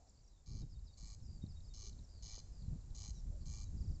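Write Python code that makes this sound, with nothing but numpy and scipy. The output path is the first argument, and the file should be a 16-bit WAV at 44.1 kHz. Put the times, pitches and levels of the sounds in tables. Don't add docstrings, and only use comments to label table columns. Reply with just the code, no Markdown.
import sys
import numpy as np
from scipy import signal
from scipy.fft import rfft, irfft
from scipy.io import wavfile

SR = 44100
rng = np.random.default_rng(int(sys.argv[2]) if len(sys.argv) > 2 else 0)


def transcribe(u):
    v = np.clip(np.atleast_2d(u).T, -1, 1)
    q = np.round(v * 32767).astype(np.int16)
    wavfile.write(sys.argv[1], SR, q)


N = 176400

# t/s, length/s, level/dB, middle boost/dB, top boost/dB, body boost/dB
RASPS = [(0.462, 0.16, -73, 7, 0, 6), (0.9747, .175, -70, 6, 11.5, 7), (1.7393, 0.16, -66, 1.5, -1, 3),
         (2.2272, 0.18, -63.5, 3.5, -5, 5), (2.9499, 0.16, -65, 0, 4.5, 5), (3.458, 0.19, -66, 0, 6, 7)]
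LIMP_STEPS = [.0076, .0102, .0092, .0082, .0112, .0074, .0096, .011]
# f/Hz, width/Hz, level/dB
THROAT_PEAKS = [(3002, 280, -17), (3500, 490, -18.5), (4143, 257, -3.5), (4524, 300, -7.5), (4950, 340, -7),
                (5330, 230, -5.5), (6030, 510, -5.5), (6440, 240, 1), (6800, 310, -5), (7570, 370, -15.5)]
# f/Hz, width/Hz, level/dB
BODY_PEAKS = [(830, 270, 0), (1147, 150, 3), (1927, 290, -8), (2333, 160, 3)]
BURST_S, JITTER_S, BURST_SCATTER_DB = .0053, .00035, 1
AIR_SHARE, SNAP_DEPTH = .4, .5
LEAD_S, LEAD_DB = .0073, -3
THROAT_SWELL_DB, BODY_SWELL_DB, BODY_DB = 2.5, 7.5, -22
MIDDLE_HZ, TOP_HZ = 4600, 7500

# t/s, length/s, start f/Hz, end f/Hz, level/dB
LARK_NOTES = [(0.094, 0.0052, 7360, 7060, -69), (.237, 0.015, 5830, 5440, -78),
              (0.276, 0.014, 5860, 5400, -73.5), (0.868, .028, 4200, 3600, -77),
              (1.221, .03, 5550, 4980, -76), (1.25, 0.022, 6050, 5130, -75),
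              (2.036, 0.023, 5840, 5215, -73.5), (3.15, 0.048, 4100, 3660, -75.5)]
# t/s, f/Hz, level/dB
LARK_WHISTLES = [(.259, 4800, -86), (0.295, 4820, -88), (.385, 3640, -88), (.61, 3820, -79),
                 (.747, 3760, -80), (.892, 3800, -79), (0.923, 4590, -77), (1.417, 3760, -72.5),
                 (1.557, 3810, -74.5), (1.699, 3750, -76.5), (3.649, 3930, -76.5)]
# t/s, length/s, level/dB
LARK_TICKS = [(0.789, 0.012, -77.5), (.937, 0.0083, -73.5), (1.197, 0.0098, -80), (1.462, 0.0077, -69.5),
              (1.603, 0.0071, -73), (1.924, 0.012, -71.5), (1.983, .014, -71), (2.619, 0.0072, -73),
              (2.751, .007, -80.5), (2.806, 0.012, -79), (2.902, 0.009, -76)]
TICK_PITCHES = [4730, 3530]
# t/s, delay of the second/s, first level/dB, second level/dB
LARK_SLURS = [(0.688, .016, -79, -76.5), (0.843, 0.015, -76.5, -82), (1.479, 0.032, -73, -79),
              (1.62, 0.032, -76.5, -76)]
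SLUR_PITCHES = [6050, 5400, 5060, 4950, 4530, 4350]
# t/s, length/s, note rate/Hz, start f/Hz, end f/Hz, fall within a note/Hz, level before shaping/dB
LARK_TRILLS = [(0.068, 0.053, 66, 4950, 5400, 2301, -72), (0.138, 0.076, 61, 4720, 4750, -750, -75),
               (0.29, 0.089, 74, 4130, 3580, 300, -80), (1.246, 0.14, 63, 4970, 4600, 402, -68.5),
               (2.088, 0.14, 102, 4990, 4320, 593.5, -68), (2.52, 0.12, 70, 4970, 4520, 455, -70),
               (2.588, 0.11, 91, 4470, 3970, 348, -74.5), (3.143, 0.069, 120, 5750, 5500, 594, -65.5),
               (3.407, 0.035, 125, 4400, 4680, 901, -68)]
WHISTLE_S, WHISTLE_SAG_HZ = .033, 54
SLUR_S, SLUR_SWELL_DB = .047, 8
RUN_START_S, RUN_COUNT, RUN_PERIOD_S, RUN_HZ, RUN_DB = 3.763, 6, .0345, [6100, 4850, 4450], -74.5
NOTE_FLICKER_DB, NOTE_WAVER, WIDE_SLIDE_HZ = 2.5, .01, 540

# t/s, level/dB
WIND_LEVELS = [(0, -64.5), (.44, -66), (.48, -54), (.75, -50.5), (.93, -59.5), (1.05, -52), (1.6, -48),
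               (2.17, -55.5), (2.6, -49), (4, -44)]
# peak t/s, length/s, level/dB
WIND_GUSTS = [(0.58, 0.24, -52.5), (1.024, 0.064, -58.5), (1.38, 0.45, -58.5), (1.98, 0.14, -57),
              (2.713, 0.13, -50), (3.281, 0.063, -52.5), (3.833, 0.27, -49.5)]
# t/s, width/s, level/dB
WIND_BUFFETS = [(.557, 0.0033, -35.5), (1.031, 0.0028, -42.5), (1.4412, 0.0019, -32.5),
                (2.3798, 0.00052, -49), (2.684, .003, -32.5), (3.089, 0.0028, -39), (3.303, 0.0044, -33.5),
                (3.904, 0.0039, -31.5)]
# f/Hz, level/dB
RUMBLE_SPECTRUM = [(15, -4.5), (40, 3.5), (65, 0), (100, -4), (140, -23), (220, -34.5), (400, -70.5)]
# f/Hz, level/dB
FLUTTER_SPECTRUM = [(50, -30), (100, 3.5), (140, 2), (200, -5.5), (300, -16.5), (450, -27.5), (800, -40.5),
                    (2000, -55.5)]
GUST_RUMBLE_DB, STEADY_FLUTTER_DB, CHURN_DB = 2.5, -14.5, 3

# t/s, length/s, f/Hz, width/Hz, level/dB
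FAR_CALLS = [(-.03, 0.14, 690, 195, -73.5), (1.807, 0.12, 392, 69, -73), (3.29, 0.11, 567, 110.4, -71.5)]
# t/s, air level/dB, hiss level/dB
BED_LEVELS = [(0, -75.5, -73.5), (.42, -77, -77), (1.3, -74.5, -72.5), (2.55, -72, -72), (4, -72.5, -71)]
# f/Hz, level/dB
AIR_SPECTRUM = [(100, 8), (300, 4.5), (800, -2), (1200, -8.5), (1800, -12.5), (3200, -17), (5000, -11.5),
                (8000, -18)]
# f/Hz, level/dB
HISS_SPECTRUM = [(2500, -40), (3700, -12), (4500, -7), (5500, -6), (6500, -4), (7400, 3), (7900, -13.5),
                 (8400, -5)]
TAIL_DECAY_S, HIGH_CUT_HZ = .075, 8100


def corncrake():
    out = np.zeros(N)
    for start, length, db, middle_db, top_db, body_db in RASPS:
        add(out, start - .6 * BURST_S, undb(db) * rasp(length, middle_db, top_db, body_db))
    return out


def rasp(length, middle_db, top_db, body_db, size=16384):
    limp = np.r_[0, np.cumsum(np.tile(LIMP_STEPS, len(LIMP_STEPS)))]
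    centres = BURST_S / 2 + np.r_[0, LEAD_S + limp]
    scatter = rng.standard_normal((len(centres), 2))
    u = np.linspace(0, 1, int(BURST_S * SR))
    double_hump = np.sqrt(arch(u)) * (1 - SNAP_DEPTH * arch(2 * u - .5) ** 2)
    snap = unit(irfft(np.exp(2j * np.pi * rng.random(len(u) // 2 + 1)), len(u)))
    throat = []
    for hz, width, db in THROAT_PEAKS:
        middle_boost = middle_db * np.exp(-((hz - MIDDLE_HZ) / 600) ** 2)
        top_boost = top_db * np.exp(-((hz - TOP_HZ) / 700) ** 2)
        throat.append((hz, width, db + middle_boost + top_boost))
    bright, body_drive = np.zeros(size), np.zeros(size)
    for k, (at, (late, loud)) in enumerate(zip(centres[centres < length + BURST_S / 2], scatter)):
        grain = np.sqrt(1 - AIR_SHARE) * snap + np.sqrt(AIR_SHARE) * rng.standard_normal(len(u))
        burst = np.zeros(size)
        add(burst, at + JITTER_S * late - BURST_S / 2, double_hump * grain)
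        push = undb(BURST_SCATTER_DB * loud + LEAD_DB * (k == 0))
        effort = arch((at / (length + BURST_S)) ** 1.3) - 1
        bright += push * unit(resonate(burst, throat)) * undb(THROAT_SWELL_DB * effort)
        body_drive += push * burst * undb(BODY_SWELL_DB * effort)
    body = undb(BODY_DB + body_db) * unit(resonate(body_drive, BODY_PEAKS))
    return (unit(bright) + body) * np.sqrt(size / SR / length)


def skylark():
    out = np.zeros(N)
    for start, length, from_hz, to_hz, db in LARK_NOTES:
        add(out, start, undb(db) * lark_note(length, [from_hz, to_hz]))
    for start, hz, db in LARK_WHISTLES:
        add(out, start, undb(db) * lark_note(WHISTLE_S, [hz, hz - WHISTLE_SAG_HZ]))
    for start, length, db in LARK_TICKS:
        add(out, start, undb(db) * lark_note(length, TICK_PITCHES))
    for start, delay, first_db, second_db in LARK_SLURS:
        for at, db in (start, first_db), (start + delay, second_db):
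            add(out, at, undb(db) * lark_note(SLUR_S, SLUR_PITCHES, SLUR_SWELL_DB))
    for start, length, rate, from_hz, to_hz, fall, db in LARK_TRILLS:
        for at in np.arange(0, length - .5 / rate, 1 / rate):
            hz = (from_hz + (to_hz - from_hz) * at / length) * (1 + .015 * rng.standard_normal())
            gain = undb(db + 3.5 * (arch(at / length) - 2))
            add(out, start + at, gain * lark_note(.75 / rate, [hz + fall / 2, hz - fall / 2]))
    for k in range(RUN_COUNT):
        gain = undb(RUN_DB + rng.standard_normal())
        add(out, RUN_START_S + k * RUN_PERIOD_S, gain * lark_note(RUN_PERIOD_S, RUN_HZ))
    return out


def lark_note(length, pitches, swell_db=0):
    u = np.linspace(0, 1, max(int(length * SR), 2))
    contours = pitches, *rng.standard_normal((2, 9))
    glide, waver, flicker = (np.interp(u, np.linspace(0, 1, len(row)), row) for row in contours)
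    hz = glide * (1 + NOTE_WAVER * waver * np.tanh(np.ptp(glide) / WIDE_SLIDE_HZ))
    envelope = undb(NOTE_FLICKER_DB * flicker + swell_db * u) * np.sqrt(arch(u))
    return unit(envelope * np.sin(2 * np.pi * np.cumsum(hz) / SR))


def wind():
    t = np.arange(N) / SR
    steady = undb(curve(WIND_LEVELS, column=1))
    gusts = sum(undb(db) * np.sqrt(arch((t - at) / length + .5)) for at, length, db in WIND_GUSTS)
    churn = undb(CHURN_DB * noise([(14, 2.5), (40, -24), (100, -88.5)]))
    rumble = np.hypot(steady, undb(GUST_RUMBLE_DB) * gusts) * noise(RUMBLE_SPECTRUM)
    flutter = np.hypot(undb(STEADY_FLUTTER_DB) * steady, gusts) * churn * noise(FLUTTER_SPECTRUM)
    out = rumble + flutter
    for at, width, db in WIND_BUFFETS:
        u = (t - at) / width
        out -= undb(db) * 2 * u / (1 + u ** 2 / 2) ** 3
    return out


def far_calls():
    t = np.arange(N) / SR
    out = np.zeros(N)
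    for start, length, hz, width, db in FAR_CALLS:
        band = unit(resonate(rng.standard_normal(N), [(hz, width, 0)]))
        out += undb(db) * arch((t - start) / length) * band
    return out


def background():
    air = undb(curve(BED_LEVELS, column=1)) * noise(AIR_SPECTRUM)
    hiss = undb(curve(BED_LEVELS, column=2)) * noise(HISS_SPECTRUM)
    return air + hiss


def field(x, wet_db):
    tail = unit(rng.standard_normal(SR) * np.exp(-np.arange(SR) / SR / TAIL_DECAY_S))
    return x + undb(wet_db) * signal.fftconvolve(x, tail / np.sqrt(SR))[:N]


def resonate(x, peaks):
    n = len(x)
    f = np.arange(n // 2 + 1) * SR / n
    power = sum(undb(db) ** 2 / (1 + ((f - hz) / (.48 * width)) ** 2) ** 2 for hz, width, db in peaks)
    cepstrum = irfft(np.log(power + 1e-12) / 2, n)
    cepstrum[1:n // 2] *= 2
    cepstrum[n // 2 + 1:] = 0
    return irfft(rfft(x) * np.exp(rfft(cepstrum)), n)


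def noise(spectrum):
    hz, db = np.array(spectrum).T
    f = np.arange(N // 2 + 1) * SR / N
    colour = undb(np.interp(np.log(f + 1), np.log(hz), db))
    return unit(irfft(rfft(rng.standard_normal(N)) * colour, N))


def arch(u):
    return np.sin(np.pi * np.clip(u, 0, 1)).clip(0)


def curve(rows, column):
    rows = np.array(rows)
    return np.interp(np.arange(N) / SR, rows[:, 0], rows[:, column])


def add(out, start, x):
    i = int(start * SR)
    x, i = x[max(-i, 0):], max(i, 0)
    out[i:i + len(x)] += x[:max(len(out) - i, 0)]


def undb(db):
    return 10 ** (np.asarray(db) / 20)


def unit(x):
    return x / np.sqrt(np.mean(x ** 2) + 1e-20)


def scene():
    ambience = wind() + background() + far_calls()
    return (ambience + field(corncrake(), wet_db=-12) + field(skylark(), wet_db=-13))[None]


def record(dry):
    return signal.sosfilt(signal.ellip(10, .2, 70, HIGH_CUT_HZ, fs=SR, output="sos"), dry)


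dry = scene()
out = record(dry)
transcribe(out)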